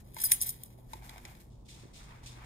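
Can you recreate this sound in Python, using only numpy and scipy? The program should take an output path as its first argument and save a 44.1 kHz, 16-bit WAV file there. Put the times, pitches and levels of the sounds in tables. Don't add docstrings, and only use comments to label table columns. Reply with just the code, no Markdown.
import sys
import numpy as np
from scipy import signal
from scipy.fft import rfft, irfft
from scipy.io import wavfile
from scipy.ndimage import uniform_filter1d

SR = 44100
rng = np.random.default_rng(int(sys.argv[2]) if len(sys.argv) > 2 else 0)


def output_pcm(signal):
    pcm = np.clip(np.atleast_2d(signal).T, -1, 1) * 32767
    wavfile.write(sys.argv[1], SR, np.round(pcm).astype(np.int16))


def amplitude_ratio(level_db):
    exponent = np.asarray(level_db, float) / 20
    return 10 ** exponent


N = 108045


def curve(table):
    s, db = np.array(table).T
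    return np.interp(np.arange(N) / SR, s, db, left=-120, right=-120)


def unit(x):
    return x / np.sqrt(np.mean(x ** 2))


def colour(x, table):
    hz, db = np.array(table, float).T
    f = np.fft.rfftfreq(x.shape[-1], 1 / SR) + 1
    low_cut = 14 * np.log2(np.maximum(hz[0] / f, 1))
    gain = amplitude_ratio(np.interp(np.log(f), np.log(hz), db) - low_cut)
    return irfft(rfft(x) * gain, x.shape[-1])


def focus(table, hz, db_per_octave):
    table = np.array(table, float)
    table[:, 1] -= db_per_octave * np.abs(np.log2(table[:, 0] / hz))
    return table


def grains(per_s, spread_db, size=N):
    size_db = spread_db * np.minimum(rng.exponential(size=size), 3.5)
    happens = rng.random(size) < per_s / SR
    return happens * np.clip(rng.standard_normal(size), -2, 2) * amplitude_ratio(size_db)


def walk(rate):
    k = int(SR / rate)
    steps = np.repeat(rng.standard_normal(N // k + 1), k)
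    return unit(uniform_filter1d(uniform_filter1d(steps, k), k)[:N])


def ring(modes, spread_db, size=8192):
    hz, db, t60 = np.array(modes).T[:, :, None]
    level, detune, sign = rng.standard_normal((3, len(modes), 1))
    t = np.arange(size) / SR
    fade = np.exp(-np.log(1000) * t / np.maximum(t60, .005))
    tone = np.sin(2 * np.pi * hz * (1 + 0.0017 * detune) * t) * np.sign(sign)
    return np.sum(amplitude_ratio(db + spread_db * level) * fade * tone, axis=0)


def burst(table, fade_s, size=2048):
    t = np.arange(size) / SR
    return colour(rng.standard_normal(size), table) * np.exp(-t / max(fade_s, .0005))


def strike(body, push):
    return signal.fftconvolve(push, body)


def rub(body, contacts):
    return signal.fftconvolve(contacts, body)[:N]


def add(out, s, x, db):
    i = int(s * SR)
    out[i:i + len(x)] += (amplitude_ratio(db) * x / np.max(np.abs(x)))[:N - i]


# t/s, peak level/dB, loudest region f/Hz, chatter length/s, crack relative level/dB
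CLINKS = [(0.13, -56.5, 12600, 0.008, -6), (0.144, -41.5, 11600, .002, 5),
          (0.2016, -26, 7950, 0.00094, -11), (0.21, -29.5, 14000, 0.0055, -7.5),
          (.2145, -27.5, 9500, 0.0059, 4), (0.2265, -35, 12200, 0.0035, -8.5),
          (0.2345, -33, 9400, .003, -8.5), (0.2372, -13.5, 13100, 0.0025, -8),
          (.2388, -19, 10000, 0.0039, -12), (0.2453, -20, 12500, 0.0019, -11.5),
          (0.2503, -22, 7500, 0.0024, -12.5), (0.254, -20, 9610, 0.0027, -16),
          (.2575, -20, 13800, 0.0047, -16), (0.2596, -22, 9540, 0.0017, -14.5),
          (.264, -25, 13400, .003, -14.5), (0.267, -29, 10030, .002, -13.5), (.286, -32, 14800, .004, -8.5),
          (0.292, -29.5, 10500, .004, -8.5), (0.3113, -22.5, 9640, .003, -4),
          (0.3129, -19.5, 9770, 0.0018, -7.5), (.3155, -21.5, 13900, .0015, 0),
          (0.3179, -12.5, 9860, 0.0024, 6.5), (0.3202, -11, 13800, .0015, -5.5),
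          (0.326, -16, 9750, .002, -19.5), (0.3338, -20.5, 9750, .002, -16.5),
          (.338, -27.5, 12000, 0.0025, -15), (0.402, -31, 6200, 0.0099, -17),
          (0.4131, -16.5, 9100, .002, -6.5), (0.4142, -22.5, 14300, 0.0024, -5.5),
          (0.4202, -19, 12800, 0.004, 2.5), (0.43, -25, 10900, 0.0041, 2), (0.443, -32, 10600, 0.0025, -4),
          (0.462, -25, 12000, 0.0022, -3), (0.467, -25.5, 12300, 0.0043, -2.5),
          (0.475, -31, 14000, 0.0038, 3), (0.481, -29, 13300, 0.0049, -3), (0.491, -22.5, 11620, .003, -1),
          (0.501, -31, 12100, 0.0062, 1), (0.635, -34.5, 15000, 0.0016, 8.5),
          (0.653, -48.5, 10540, 0.01, 3.5)]
# f/Hz, level/dB, t60/s
SPOON_MODES = [(3430, -10, .025), (4960, -5, .05), (5770, -5, .03), (6620, -12, .04), (8050, -9, .07),
               (8590, -12, .045), (9320, -5, .03), (9470, -4, .035), (9600, -4, .03), (9750, 0, .042),
               (10020, -7, .03), (11660, -9, .03), (12100, -9, .065), (12500, -5, .025)]
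# f/Hz, level/dB, t60/s
RING_MODES = [(13430, -3, .035), (13880, -2, .035), (14020, -3, .025), (14800, -8, .03), (15600, -9, .012)]
# f/Hz, level/dB
CRACK = [(500, -32.5), (1500, -21.5), (3200, -6), (5500, -8.5), (9000, -6.5), (13000, -6), (16000, -11)]
# t/s, level/dB
SWING = [(.04, -68), (.13, -65), (.19, -50), (.26, -49.5), (.4, -50.5), (.5, -55.5), (.6, -63), (.7, -69),
         (.88, -75)]


def clinks():
    out, t = np.zeros(N), np.arange(2048) / SR
    modes = np.array(SPOON_MODES + RING_MODES)
    grip_s, grip_damping = .4, .45
    for s, db, hz, length, crack_db in CLINKS:
        rise = 1 - np.exp(-t / (60 * length ** 2))
        chatter = unit(grains(3200, 3, size=2048))
        push = 0.82 * chatter * rise * np.exp(-t / length)
        push[0] = min(3, (.006 / length) ** 2)
        held = [1, 1, grip_damping if s > grip_s else 1]
        steel = ring(focus(modes, hz, 16) * held, 3)
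        add(out, s, strike(steel, push), db)
        add(out, s, np.sqrt(rise) * burst(focus(CRACK, hz, 5.0), length), db + crack_db)
    return out


def rattle():
    touches = grains(4000, 1.0)
    modes = np.array(SPOON_MODES + RING_MODES) * [1, 1, .5]
    steel = .5 * unit(rub(ring(modes, 0), touches)) + unit(colour(touches, CRACK))
    hand = amplitude_ratio(-20) * unit(colour(touches, CLICK)) + amplitude_ratio(-11) * unit(colour(touches, GRIT))
    return amplitude_ratio(curve(SWING) + 2.5 * walk(40)) * (steel + hand)


# t/s, peak level/dB, loudest region f/Hz, click relative level/dB, focus/dB per octave
TAPS = [(.166, -35, 1034, 1, 8.5), (.238, -35.5, 1440, -11, 40), (0.3174, -21, 3350, 0, 15),
        (.786, -51, 634, -30, 25), (.933, -33.5, 960, -0.5, 17), (1.093, -41, 3600, 7, 30),
        (1.18, -47, 1510, 6.5, 23), (1.2513, -44.5, 3000, 9.5, 24), (1.257, -49, 4800, 4.5, 4),
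        (.9785, -59, 2120, 7, 14), (1.351, -61, 2500, 12.5, 8)]
# f/Hz, level/dB, t60/s
JAR_MODES = [(640, -10, .04), (880, -1, .045), (1020, -4, .03), (1520, -7, .03), (2120, -3, .03),
             (2500, -2, .015), (3400, -4, .012), (5000, -12, .015)]
# f/Hz, level/dB
CLICK = [(500, -48), (2000, 0.5), (4000, -3), (8000, -8), (12000, -9), (16000, -51)]
# t/s, peak level/dB
THUDS = [
    (0.952, -45.5),
    (1.252, -49),
    (1.29, -64),
    (1.834, -46),
    (1.853, -43),
    (2.372, -48.5),
]
# f/Hz, level/dB, t60/s
THUD_MODES = [(250.3, -6, 0.017), (348, -1, 0.026), (571, -9.5, 0.045)]


def jar_knocks():
    out = np.zeros(N)
    for s, db, hz, click_db, focus_db in TAPS:
        add(out, s, strike(ring(focus(JAR_MODES, hz, focus_db), 1.5), np.hanning(7)), db)
        add(out, s, burst(CLICK, .004), db + click_db)
    for s, db in THUDS:
        add(out, s, strike(ring(THUD_MODES, 2.0), np.hanning(60)), db)
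    return out


SCRAPE_PER_S = 2300
# t/s, scrape level/dB
PRESS = [
    [(.9, -97), (.95, -64.5), (1.01, -67), (1.035, -62.5), (1.185, -55.5), (1.21, -67.5), (1.27, -57.5),
     (1.42, -73.5), (1.47, -88)],
    [(1.63, -101.5), (1.78, -67.5), (1.92, -76), (2.0, -69), (2.12, -62), (2.17, -67.5), (2.32, -67.5),
     (2.37, -62.5), (2.45, -61)],
]


def jar_scrape():
    slips = grains(SCRAPE_PER_S, 4)
    wall = unit(rub(ring(np.array(JAR_MODES) * [1, 1, .45], 0), slips))
    press = amplitude_ratio(curve(PRESS[0])) + amplitude_ratio(curve(PRESS[1]) - 6.5)
    return amplitude_ratio(-0.5 * walk(35)) * press * wall


# t/s, level/dB, attack/s, decay/dB per s
DIGS = [(0, -58.5, 0.0035, 702), (.87, -61, 0.061, 104), (1.015, -60, 0.031, 41), (1.16, -74.5, 0.013, 103),
        (1.27, -61.5, .01, 112), (1.39, -63, 0.015, 252.5), (1.648, -68, 0.011, 61),
        (1.68, -56.5, 0.0092, 108), (1.76, -65.5, .04, 121.5), (1.93, -60.5, 0.012, 106),
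        (1.953, -58.5, 0.0068, 95.5), (2.061, -77.5, 0.041, 18.5), (2.23, -60.5, 0.0049, 90),
        (2.256, -54, 0.0079, 143), (2.331, -86, 0.067, 74), (2.43, -51.5, 0.082, 83)]


def dig_effort():
    t, power = np.arange(N) / SR, 0
    for s, db, attack, decay in DIGS:
        rise = np.clip((t - s) / max(attack, .002), 0, 1)
        power = power + (rise * amplitude_ratio(db - decay * np.maximum(t - s - attack, 0))) ** 2
    return np.sqrt(power)


# f/Hz, level/dB, t60/s
BOWL_MODES = [(2660, 0.5, 0.011), (3520, 3, 0.011), (4330, -10, .012), (5960, 2, 0.012),
              (7560, -14, 0.0068)]


def crumbs():
    return unit(sum(rub(ring([mode], 0), grains(500, 2.5)) for mode in BOWL_MODES))


# f/Hz, level/dB per Hz
POWDER = [(1180, -32.5), (2000, -6), (3810, -2), (6040, -2.5), (8190, -1.5), (12700, -10.5), (13700, -20),
          (16000, -10)]
# f/Hz, level/dB per Hz
SLIDE = [(1800, 0.5), (3000, -7), (5000, -6), (9000, -2), (13000, 1), (16000, -8)]
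# f/Hz, level/dB
GRIT = [(400, -27.5), (900, 1), (2300, -3.5), (3000, -13), (6000, -22), (16000, -23.5)]


def powder():
    slide_until_s = 1.5
    t = np.arange(N) / SR
    fine = grains(6000, 2.8, size=(3, N))
    coarse = grains(SCRAPE_PER_S, 1.5, size=(3, N))
    crunch = np.where(t < slide_until_s, unit(colour(fine, SLIDE)), unit(colour(fine, POWDER)))
    crunch[0] += (t > slide_until_s) * amplitude_ratio(-5) * crumbs()
    press = amplitude_ratio(curve(PRESS[0]) - 7.5) + amplitude_ratio(curve(PRESS[1]))
    pushed = dig_effort() * amplitude_ratio(1.1 * walk(60)) * crunch
    return pushed + press * amplitude_ratio(1.6 * walk(50)) * unit(colour(coarse, GRIT))


# f/Hz, width/Hz, level/dB
HUMS = [(50.5, 4.6, -60), (75, 10, -74), (120.8, 9, -61), (154.3, 11, -68), (208.2, 6.3, -70.5),
        (243.2, 4.5, -71), (349, 18, -75.5)]


def machines():
    mains_hz, mains_db = 121.4, -60.5
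    f = np.fft.rfftfreq(N, 1 / SR)
    out = amplitude_ratio(mains_db) * np.sqrt(2) * np.sin(2 * np.pi * mains_hz * np.arange(N) / SR)
    for hz, width, db in HUMS:
        band = rfft(rng.standard_normal(N)) / (1 + (2 * (f - hz) / width) ** 2)
        out = out + amplitude_ratio(db) * unit(irfft(band, N))
    return out


# f/Hz, level/dB
AIR = [(20, -14), (45, -5), (125, -13), (400, -25), (950, -33), (1500, -49), (2500, -58), (16000, -60)]


def kitchen():
    air_db, mono_below_hz = -62.5, 205
    f = np.fft.rfftfreq(N, 1 / SR)
    mid, side = colour(rng.standard_normal((2, N)), AIR)
    side = irfft(rfft(side) * f ** 2 / (f ** 2 + mono_below_hz ** 2), N)
    above = irfft(rfft(mid) * (f > 150), N)
    gain = amplitude_ratio(air_db + 0.4 * walk(1.5)) / np.std(above)
    return machines() + gain * np.array([mid + side, mid - side])


def ports(near):
    lag_samples, turn, turn_hz, right_db = 27.3, .27, 550, -.7
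    f = np.fft.rfftfreq(N, 1 / SR)
    turns = f * lag_samples / SR + turn * f ** 2 / (f ** 2 + turn_hz ** 2)
    right = -amplitude_ratio(right_db) * irfft(rfft(near) * np.exp(-2j * np.pi * turns), N)
    return np.array([near, right])


def walls(near):
    t60_s, build_s, room_db = .2, 0.01216, -15.5
    t = np.arange(SR // 2) / SR
    tail = rng.standard_normal((2, len(t))) * np.exp(-np.log(1000) * t / t60_s)
    tail = tail * np.minimum(t / build_s, 1)
    tail = tail / np.sqrt(np.sum(tail[0] ** 2))
    return amplitude_ratio(room_db) * signal.fftconvolve(near[None], tail, axes=1)[:, :N]


# f/Hz, level/dB
SCATTER = [(300, 8.5), (2000, 1.5), (3500, 6), (8000, 0.5), (16000, -15)]


def scene():
    crunch = powder()
    near = clinks() + rattle() + jar_knocks() + jar_scrape() + crunch[0]
    return ports(near) + walls(near) + colour(crunch[1:], SCATTER) + kitchen()


def top_cut(x):
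    return signal.sosfilt(signal.butter(12, 16650, fs=SR, output="sos"), x)


# f/Hz, level/dB
TOP = [(20, 0), (15780, 0), (15950, -38), (16700, -42), (17000, -80), (22050, -90)]


def record(dry):
    mix = colour(dry, TOP)
    return top_cut(mix)


dry = scene()
out = record(dry)
output_pcm(out)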